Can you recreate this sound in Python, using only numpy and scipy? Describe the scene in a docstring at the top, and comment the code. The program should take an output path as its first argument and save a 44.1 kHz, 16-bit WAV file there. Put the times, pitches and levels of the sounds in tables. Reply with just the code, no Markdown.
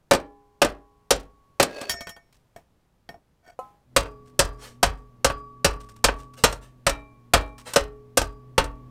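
"""Outdoors on paving, one microphone close to an exhaust silencer. Four claw hammer blows knock a
rusty collar off its pipe; the collar drops, bounces and is picked up, and a chisel is laid down.
Twelve more blows land on a second pipe end, the silencer held up on a shoe, rocking and scraping
on the grit. Each blow makes the thin shell clang, the hollow body knock and the pipe sing on.
An engine hums far off behind the second run of blows."""
import sys
import numpy as np
from scipy import signal
from scipy.fft import rfft, irfft, next_fast_len
from scipy.io import wavfile
from scipy.ndimage import map_coordinates

SR = 44100
rng = np.random.default_rng(int(sys.argv[2]) if len(sys.argv) > 2 else 0)


def dump(signal):
    """Clip the signal to [-1, 1] and save it as 16-bit WAV at the path in sys.argv[1]."""
    limited = np.clip(np.atleast_2d(signal).T, -1, 1)
    pcm = np.round(limited * 32767).astype(np.int16)
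    wavfile.write(sys.argv[1], SR, pcm)


N = 392490
T = np.arange(N) / SR
TOP_HZ = 15600  # upper edge of the clang and of the recorder's band
SLIDE_S, SLIDE_PEAK_S, FALL_S = 1.68, 1.826, 1.895  # the collar starts to slide, grinds hardest, lands
LIFT_S = 3.85  # from here on the silencer is held up on a shoe

# hammer blows: t/s, level/dB, brightness/dB, hollow knock/dB, its favoured note f/Hz,
# spot struck (0 at the silencer, 1 at the rim), after-ring/dB, rocking thump/dB
BLOWS = [(.11, -14.5, -1, 0, 596, .1, -1, -17), (.617, -15, -1.5, -0.5, 536, 0.26, -2, -11.5),
         (1.106, -15, 7, -2.5, 448, 0.45, -5.5, -12), (1.5979, -14.5, -0.5, -4.5, 520, 0.93, 3.5, -28),
         (3.963, -14.5, 4, -5.5, 547, 0.3, 3.5, -8), (4.3914, -13.5, 7.5, -8.5, 570, 0.34, 1.5, -3.5),
         (4.8287, -14.5, 3.5, -6, 670, .36, -5.5, -4), (5.245, -16, 6, -2, 491, 0.39, 4.5, -5.5),
         (5.6452, -14.5, 4, -8.5, 1230, 0.42, 0.5, -3), (6.0411, -13, 6, -8.5, 566, 0.63, 1.5, -5.5),
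         (6.4376, -10.5, 4.5, -9.5, 1230, .6, -11.5, -9.5), (6.8656, -16.5, 1, -4.5, 553, 0.95, -2.5, -7),
         (7.3355, -12.5, 1, -5, 680, 1, 1, -4.5), (7.7596, -16, 2.5, 0.5, 510, .1, 2.5, -5),
         (8.1718, -16, 9.5, -3, 496, 0.28, 2, -2.5), (8.579, -15.5, -3, -6.5, 900, 0.69, 1, -1)]
# hammer rebounds and light knocks as the silencer shifts: t/s, level/dB, boom/dB, brightness/dB
KNOCKS = [(.134, -20.5, 6.5, -0.5), (.148, -24, 6, 1.5), (.646, -22.5, 9.5, 5), (1.6271, -20, -4, 7.5),
          (1.813, -35.5, -1, 1), (4.056, -40, 9.5, -13), (5.2995, -28.5, 0.5, -13), (6.085, -23, 3, -19),
          (6.525, -35.5, 3, 5), (6.894, -28.5, -6.5, 9), (7.735, -31.5, -6, 8.5), (8.2151, -26.5, 7, 0),
          (8.641, -39, 7, 4)]
# spectrum of the clang with the silencer lying flat: f/Hz, level/dB
LYING = [(70, -16), (190, -13.5), (255, -7.5), (330, -8.5), (540, -6), (1000, -13), (2200, -18),
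         (5000, -19.5), (9000, -27), (15000, -33)]
# modes of the collar: f/Hz, level/dB, t60/s
COLLAR = [(683, 1, 0.22), (1487, 3, 0.11), (1823, 8, 0.24), (2236, 2, 0.26), (3237, 11.5, 0.067),
          (4595, 10, 0.055), (5470, 3.5, 0.32), (5930, 2.5, 0.12), (6772, -1, 0.19), (8070, -4, 0.19)]


def shell_clangs(hits, burst, rise_s, burst_s=.011, count=520):
    """Each contact shakes hundreds of crowded shell modes, in a new balance every time."""
    # ring time of the shell: f/Hz, t60/s
    ring_times = [(300, 0.33), (1500, 0.24), (4000, 0.17), (8000, 0.11), (15000, 0.064)]
    t, out = T[:SR // 4], np.zeros(N)
    rank = (np.arange(count) + rng.random(count)) / count
    hz = 70 + (TOP_HZ - 70) * (rank + 7 * rank ** 2) / 8
    weight = np.sqrt(1 + 14 * rank)  # makes up for the sparser modes in the treble
    t60 = along(ring_times, hz) * np.exp(.11 * rng.standard_normal(count))
    phase = np.outer(2 * np.pi * hz, t).astype(np.float32)
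    modes = np.sin(phase) * fade(t.astype(np.float32), t60[:, None].astype(np.float32))
    # the thin sheet sheds most of its energy in the first moments
    envelope = (1 + burst * np.exp(-t / burst_s)) * rise(t, rise_s)
    usual = rng.choice([-1, 1], count)
    for s, db, boom_db, bright_db in hits:
        balance = .5 * usual + rng.standard_normal(count)
        strength = balance * weight * shell_gain(hz, s, boom_db, bright_db)
        add(out, s, amp(db) * unit_attack(envelope * (strength.astype(modes.dtype) @ modes)))
    return out


def shell_gain(hz, s, boom_db, bright_db):
    """Colour of the shell at time s: its support, its resonances and the hardness of the contact."""
    # spectrum of the clang with the silencer up on a shoe: f/Hz, level/dB
    held = [(70, -7), (150, -8.5), (240, -15.5), (480, -7), (750, -9), (1300, -7.5), (2200, -14),
            (5000, -17), (8500, -22), (15000, -31)]
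    # damped treble resonances of the shell: f/Hz, width/Hz, boost/dB
    peaks = [(2720, 360, 3), (5540, 110, 4), (8450, 1300, 5.5)]
    support = LYING if s < LIFT_S else held
    contact_db = along([(550, boom_db), (1000, 0), (2500, 0), (6500, bright_db)], hz)
    return amp(along(support, hz) + resonances_db(peaks, hz) + contact_db)


def blow_contacts(boom_db=-1):
    """The blows as contacts on the shell: t/s, level/dB, boom/dB, brightness/dB."""
    return [(s, db, boom_db, bright_db) for s, db, bright_db, *_ in BLOWS]


def body_ring(scatter_db=2, light_db=-8, note_db=8.5, note_octaves=.18):
    """Each contact sounds the hollow body's few strong modes; a blow favours those near one note."""
    # hollow modes of the silencer: f/Hz, level/dB, t60/s
    body = [(259.6, -5, 0.08), (440, -4, 0.052), (493.6, 0, 0.056), (555.2, 1, 0.12), (689, -2, 0.092),
            (897, -2, 0.07), (1218, -5, 0.1), (1531, -4.5, 0.12), (1764, -7, 0.056)]
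    t, out = T[:SR // 2], np.zeros(N)
    hz, mode_db, t60 = np.transpose(body)
    hits = [(s, db + knock_db, note_db * np.exp(-(np.log2(hz / note) / note_octaves) ** 2))
            for s, db, _, knock_db, note, *_ in BLOWS]
    hits += [(s, db + light_db + boom_db / 2, 0) for s, db, boom_db, _ in KNOCKS]
    for s, db, favour_db in hits:
        level, detune, sign = rng.standard_normal((3, len(hz)))
        strength = np.sign(sign) * amp(mode_db + scatter_db * level + favour_db)
        modes = np.sin(2 * np.pi * np.outer(hz * (1 + .005 * detune), t)) * fade(t, t60[:, None])
        add(out, s, amp(db) * unit_attack(strength @ modes * rise(t, .003)))
    return out


def rattle(relative_db=-16.5, t60=.22):
    """Loose rust and baffles chatter inside the silencer after each blow."""
    t, out = T[:SR // 3], np.zeros(N)
    for s, db, boom_db, bright_db in blow_contacts():
        chatter = slipping(lambda hz: shell_gain(hz, s, boom_db, bright_db - 1), 130, slip_s=.0056)
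        add(out, s, amp(db + relative_db) * chatter * fade(t, t60) * rise(t, .012))
    return out


def pipe_ring(spot_width=.22, off_spot_db=-18.5):
    """The stiff pipe sings on after each blow; the spot struck picks the modes, and close ones beat."""
    # modes of the collared pipe and of the second pipe end: f/Hz, t60/s, level/dB, best spot to strike
    collared_pipe = [(286, .65, -35, 0.11), (416, 1.6, -48, .15), (813, 0.95, -39, .15),
                     (1010, 1.6, -52, 0.18), (1115, 3.5, -52.5, .4), (1730, 0.41, -39.5, .1)]
    second_pipe = [(285, 0.63, -31.5, 0.88), (421.5, 1.03, -34.5, .1), (638, .45, -27.5, 0.87),
                   (836, .55, -34, 0.97), (1106, 1.5, -44, 0.89), (1137, 1.06, -32, 0.51),
                   (1167, 0.55, -33.5, .47), (2350, 0.54, -34.5, 0.92), (3800, .28, -35.5, .93),
                   (4865, .4, -48.5, 0.34)]
    t, out = T[:3 * SR // 2], np.zeros(N)
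    next_blow = [row[0] for row in BLOWS[1:]] + [np.inf]
    for (s, db, *_, spot, ring_db, _), end in zip(BLOWS, next_blow):
        pipe, end = (collared_pipe, min(end, SLIDE_PEAK_S)) if s < FALL_S else (second_pipe, end)
        hz, t60, mode_db, best_spot = np.transpose(pipe)
        modes = np.sin(2 * np.pi * hz[:, None] * t) * fade(t, t60[:, None]) * rise(t, .0087)
        nearness = np.exp(-((spot - best_spot) / spot_width) ** 2)
        spot_db = off_spot_db * np.sqrt(hz / 1000) * (1 - nearness)
        strength = amp(mode_db + ring_db + spot_db + rng.standard_normal(len(hz)))
        choke = fade(np.maximum(s + t - end, 0), .1)  # the next contact stops the old ring
        add(out, s, choke * (strength @ modes))
    return out


def rocking(hz=48, t60=.43, shove_db=-2):
    """Each blow shoves the whole silencer, which rocks on its support with a low thump."""
    t, out = T[:SR * 2 // 3], np.zeros(N)
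    for s, db, *_, thump_db in BLOWS:
        sway_hz = hz * (1 + .018 * rng.standard_normal())
        sway = np.sin(2 * np.pi * sway_hz * t) * fade(t, t60) * rise(t, .029)
        shove = noise([(10, -4), (28, 2), (80, 2.5), (130, -15.5), (300, -51.5)], len(t))
        shove *= amp(shove_db) * fade(t, .27) * rise(t, .019)
        add(out, s, amp(db + thump_db) * (sway + shove))
    return out


def struck_steel(modes, treble_db, crack_db, crack_t60, free=1, crowd_db=-6, crowd_t60=.1, count=36):
    """A small steel piece rings: main modes, a crowd of weak ones, a crack; free < 1 damps the ring."""
    t = T[:SR // 4]

    def tilt(hz):
        return amp(along([(700, .17), (1500, treble_db / 2), (4500, treble_db)], hz))

    def ringing(hz, db, t60):
        cycles = hz[:, None] * t + rng.random((len(hz), 1))
        partials = np.sin(2 * np.pi * cycles) * fade(t, t60 * free)
        return unit_attack((amp(db) * tilt(hz)) @ partials)

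    hz, db, t60 = np.transpose(modes)
    detuned_hz = hz * (1 + .002 * rng.standard_normal(len(hz)))
    main = ringing(detuned_hz, db + rng.normal(0, 3.5, len(hz)), t60[:, None])
    crowd_hz = 500 * 29 ** rng.random(count) ** .7
    crowd = ringing(crowd_hz, rng.normal(0, 4, count), crowd_t60)
    grit_colour = [(100, 12.5), (1000, 9.2), (15000, 1.4)]  # f/Hz, level/dB
    grit = filtered(rng.standard_normal(len(t)), lambda f: tilt(f) * amp(along(grit_colour, f)))
    crack = unit_attack(grit * fade(t, crack_t60))
    return unit_attack((main + amp(crowd_db) * crowd + amp(crack_db) * crack) * rise(t, .00032))


def falling_collar(thud_hz=62, thud_db=-44):
    """The collar thuds on the paving and jingles to rest."""
    # its landing and bounces from edge to edge: t/s, level/dB, treble/dB
    bounces = [(1.895, -24.5, 10), (1.906, -33.5, 5), (1.916, -35.5, 3), (1.938, -39, -20),
               (2.007, -36.5, -10.5), (2.07, -38, -13), (2.092, -39.5, -3), (2.164, -49.5, -18)]
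    t, out = T[:SR // 2], np.zeros(N)
    add(out, FALL_S, amp(thud_db) * np.sin(2 * np.pi * thud_hz * t) * fade(t, .55))
    for s, db, treble_db in bounces:
        add(out, s, amp(db) * struck_steel(COLLAR, treble_db, crack_db=-3, crack_t60=.073))
    return out


def collar_pickup(drag_s=3.42, drag_length_s=.14, drag_db=-49, width_hz=100, peak_db=21):
    """The collar, damped by a glove, clinks as it is picked up and is dragged briefly."""
    # light touches on the collar: t/s, level/dB, treble/dB
    touches = [(2.562, -43.5, -17), (3.09, -39.5, -21), (3.142, -47, -33.5)]
    out = np.zeros(N)
    for s, db, treble_db in touches:
        add(out, s, amp(db) * struck_steel(COLLAR, treble_db, crack_db=-4.5, crack_t60=.18, free=.38))
    peaks = [(hz, width_hz, peak_db) for hz, *_ in COLLAR]
    colour = [(700, 14), (2300, .5), (3500, -7), (9000, -11.5)]  # f/Hz, level/dB
    drag = slipping(lambda hz: amp(resonances_db(peaks, hz) + along(colour, hz)), 600)
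    drag = drag[:round(drag_length_s * SR)]
    add(out, drag_s, amp(drag_db) * unit(drag) * np.hanning(len(drag)))
    return out


def chisel(s=3.59, db=-32):
    """The chisel gives one dull clink as it is laid on the paving."""
    # modes of the chisel: f/Hz, level/dB, undamped t60/s
    modes = [(516, 6, 0.056), (750, 8, 0.12), (817, -8, 0.5), (1036, 8, 0.28), (1290, 2, 0.25)]
    out = np.zeros(N)
    clink = struck_steel(modes, treble_db=-17, crack_db=-21.5, crack_t60=.69, free=.96, crowd_db=-18)
    add(out, s, amp(db) * clink)
    return out


def sliding_collar(peak_db=-32.5, dull_above_hz=6000, rise_db_per_s=110, fall_db_per_s=139):
    """The collar grinds off the pipe, rust on rust, swelling and dying away."""
    # resonances of the sliding collar: f/Hz, width/Hz, boost/dB
    peaks = [(408, 85, 14.5), (605, 130, 14.5), (1637, 31, 24.5), (2580, 80, 16), (4460, 76, 20)]

    def gain(hz):
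        return amp(along(LYING, hz) + resonances_db(peaks, hz)) / np.hypot(1, hz / dull_above_hz)

    out = np.zeros(N)
    grind = slipping(gain, 650, rough_db=-1)
    past_peak_s = SLIDE_S + T[:len(grind)] - SLIDE_PEAK_S
    swell_db = np.minimum(rise_db_per_s * past_peak_s, -fall_db_per_s * past_peak_s)
    add(out, SLIDE_S, grind * amp(peak_db + swell_db))
    return out


def scraping(taper=.74):
    """The rusty silencer drags over the grit between blows."""
    # scrapes: start t/s, end t/s, level/dB
    scrapes = [(4.57, 4.698, -44), (6.359, 6.399, -43.5), (6.602, 6.645, -49.5), (7.644, 7.705, -37.5)]
    out = np.zeros(N)
    for start, end, db in scrapes:
        rub = slipping(lambda hz: shell_gain(hz, start, boom_db=3, bright_db=0), 1800)
        rub = rub[:round((end - start) * SR)]
        rub *= amp(wobble(70)[:len(rub)])  # the grit catches and gives way
        rub = unit(rub) * np.hanning(len(rub)) ** taper
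        tail = rng.standard_normal(SR // 8) * fade(T[:SR // 8], .23)  # the shell rings on after a slip
        add(out, start, amp(db) * signal.fftconvolve(rub, tail / np.linalg.norm(tail)))
    return out


def crunching(t60=.19):
    """A grain gives way with a sharp tick and crumbles in a few smaller ones."""
    # rust and grit crushed as things shift: t/s, level/dB
    crunches = [(2.325, -63), (4.257, -65), (5.886, -53.5), (6.185, -54), (5.799, -53), (5.953, -57.5),
                (6.334, -57), (7.578, -49.5)]
    t, out = T[:SR // 3], np.zeros(N)
    for s, db in crunches:
        crumbs = slipping(lambda hz: shell_gain(hz, s, boom_db=-10, bright_db=2), 700, slip_s=.003)
        add(out, s, amp(db) * unit_attack(crumbs * fade(t, t60)))
    return out


def distant_engine(rumble_db=-6):
    """Far off, an engine hums at its firing rate over a low rumble; its speed sags and recovers."""
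    # course of the engine: t/s, firing rate f/Hz, level/dB
    course = [(6.2, 124.3, -53), (7.3, 112.8, -55.5), (8.2, 120.7, -52.5), (8.9, 123.1, -48)]
    # harmonics of the hum: multiple of the firing rate, level/dB
    harmonics = [(1, 2), (2, -5)]
    times, *columns = np.transpose(course)
    hz, engine_db = (np.interp(T, times, column) for column in columns)
    cycles = np.cumsum(hz * (1 + .03 * wobble(5.9))) / SR
    hum = sum(amp(db + 1.5 * wobble(6)) * np.sin(2 * np.pi * order * cycles) for order, db in harmonics)
    rumble = noise([(40, -4), (300, -10), (1500, -32), (9000, -48)], N)
    fade_in = np.clip((T - LIFT_S) / .1, 0, 1)
    return fade_in * amp(engine_db) * (unit(hum) + amp(rumble_db) * rumble)


def open_air(db=-65):
    """Quiet open air all round the microphone, its level drifting slowly."""
    # spectrum of the air: f/Hz, level/dB
    spectrum = [(50, 0), (160, -3), (280, -11), (900, -17), (2000, -26), (15000, -38)]
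    return noise(spectrum, N) * amp(db + wobble(1))


def slipping(gain, slips_per_s, rough_db=5.5, slip_s=.002):
    """A third of a second of tiny, uneven slips of rust on rust, heard through a body's gain."""
    n = SR // 3
    chance, size, hiss = rng.random(n), rng.standard_normal(n), rng.standard_normal(n)
    slips = (chance < slips_per_s / SR) * amp(rough_db * np.minimum(size, 2))
    grains = signal.lfilter([1], [1, -np.exp(-1 / (slip_s * SR))], slips)
    return unit(filtered(grains * hiss, lambda hz: gain(hz) * hz / (hz + 250)))


def amp(db):
    """Decibels to gain."""
    return 10 ** (np.asarray(db) / 20)


def unit(x):
    """Scale to rms 1."""
    return x / np.sqrt(np.mean(x ** 2) + 1e-20)


def unit_attack(x):
    """Scale so that the first 24 ms have rms 1."""
    return x / np.sqrt(np.mean(x[:round(.024 * SR)] ** 2) + 1e-20)


def along(points, hz):
    """Interpolate (f/Hz, value) points on a log frequency axis."""
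    f, values = np.transpose(points)
    return np.interp(np.log(hz + 1), np.log(f + 1), values)


def resonances_db(peaks, hz):
    """Bell-shaped resonances on a flat response."""
    return sum(db / (1 + (2 * (hz - centre) / width) ** 2) for centre, width, db in peaks)


def wobble(rate):
    """A smooth random curve, rate knots a second."""
    return map_coordinates(rng.standard_normal(int(N * rate / SR) + 4), [T * rate])


def rise(t, rise_s):
    """Exponential onset from 0 towards 1."""
    return 1 - np.exp(-t / rise_s)


def fade(t, t60):
    """Exponential decay, 60 dB down at t60."""
    return np.exp(-float(np.log(1000)) * t / t60)


def filtered(x, gain):
    """x times a gain that depends on frequency."""
    m = next_fast_len(len(x) + 8192)
    return irfft(rfft(x, m) * gain(np.fft.rfftfreq(m, 1 / SR)), m)[:len(x)]


def noise(spectrum, n):
    """n samples of noise at rms 1, shaped by (f/Hz, level/dB) points."""
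    return unit(filtered(rng.standard_normal(n), lambda hz: amp(along(spectrum, hz))))


def add(track, s, sound):
    """Mix a sound into the track at time s."""
    part = track[max(round(s * SR), 0):][:len(sound)]
    part += sound[:len(part)]


def scene():
    """One microphone: the work close up, the engine and the open air behind."""
    blows = shell_clangs(blow_contacts(), burst=3.2, rise_s=.0016)
    rebounds = shell_clangs(KNOCKS, burst=8, rise_s=.0008)
    silencer = blows + rebounds + body_ring() + rattle() + pipe_ring() + rocking()
    loose_steel = falling_collar() + collar_pickup() + chisel()
    friction = sliding_collar() + scraping() + crunching()
    return (silencer + loose_steel + friction + distant_engine() + open_air())[None]


def record(dry, ceiling=.68, hardness=4):
    """The recorder rounds off the loudest peaks and cuts steeply above its band limit."""
    squashed = dry[0] / (1 + np.abs(dry[0] / ceiling) ** hardness) ** (1 / hardness)
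    return filtered(squashed, lambda hz: 1 / np.hypot(1, (hz / TOP_HZ) ** 50))[None]


dry = scene()
out = record(dry)
dump(out)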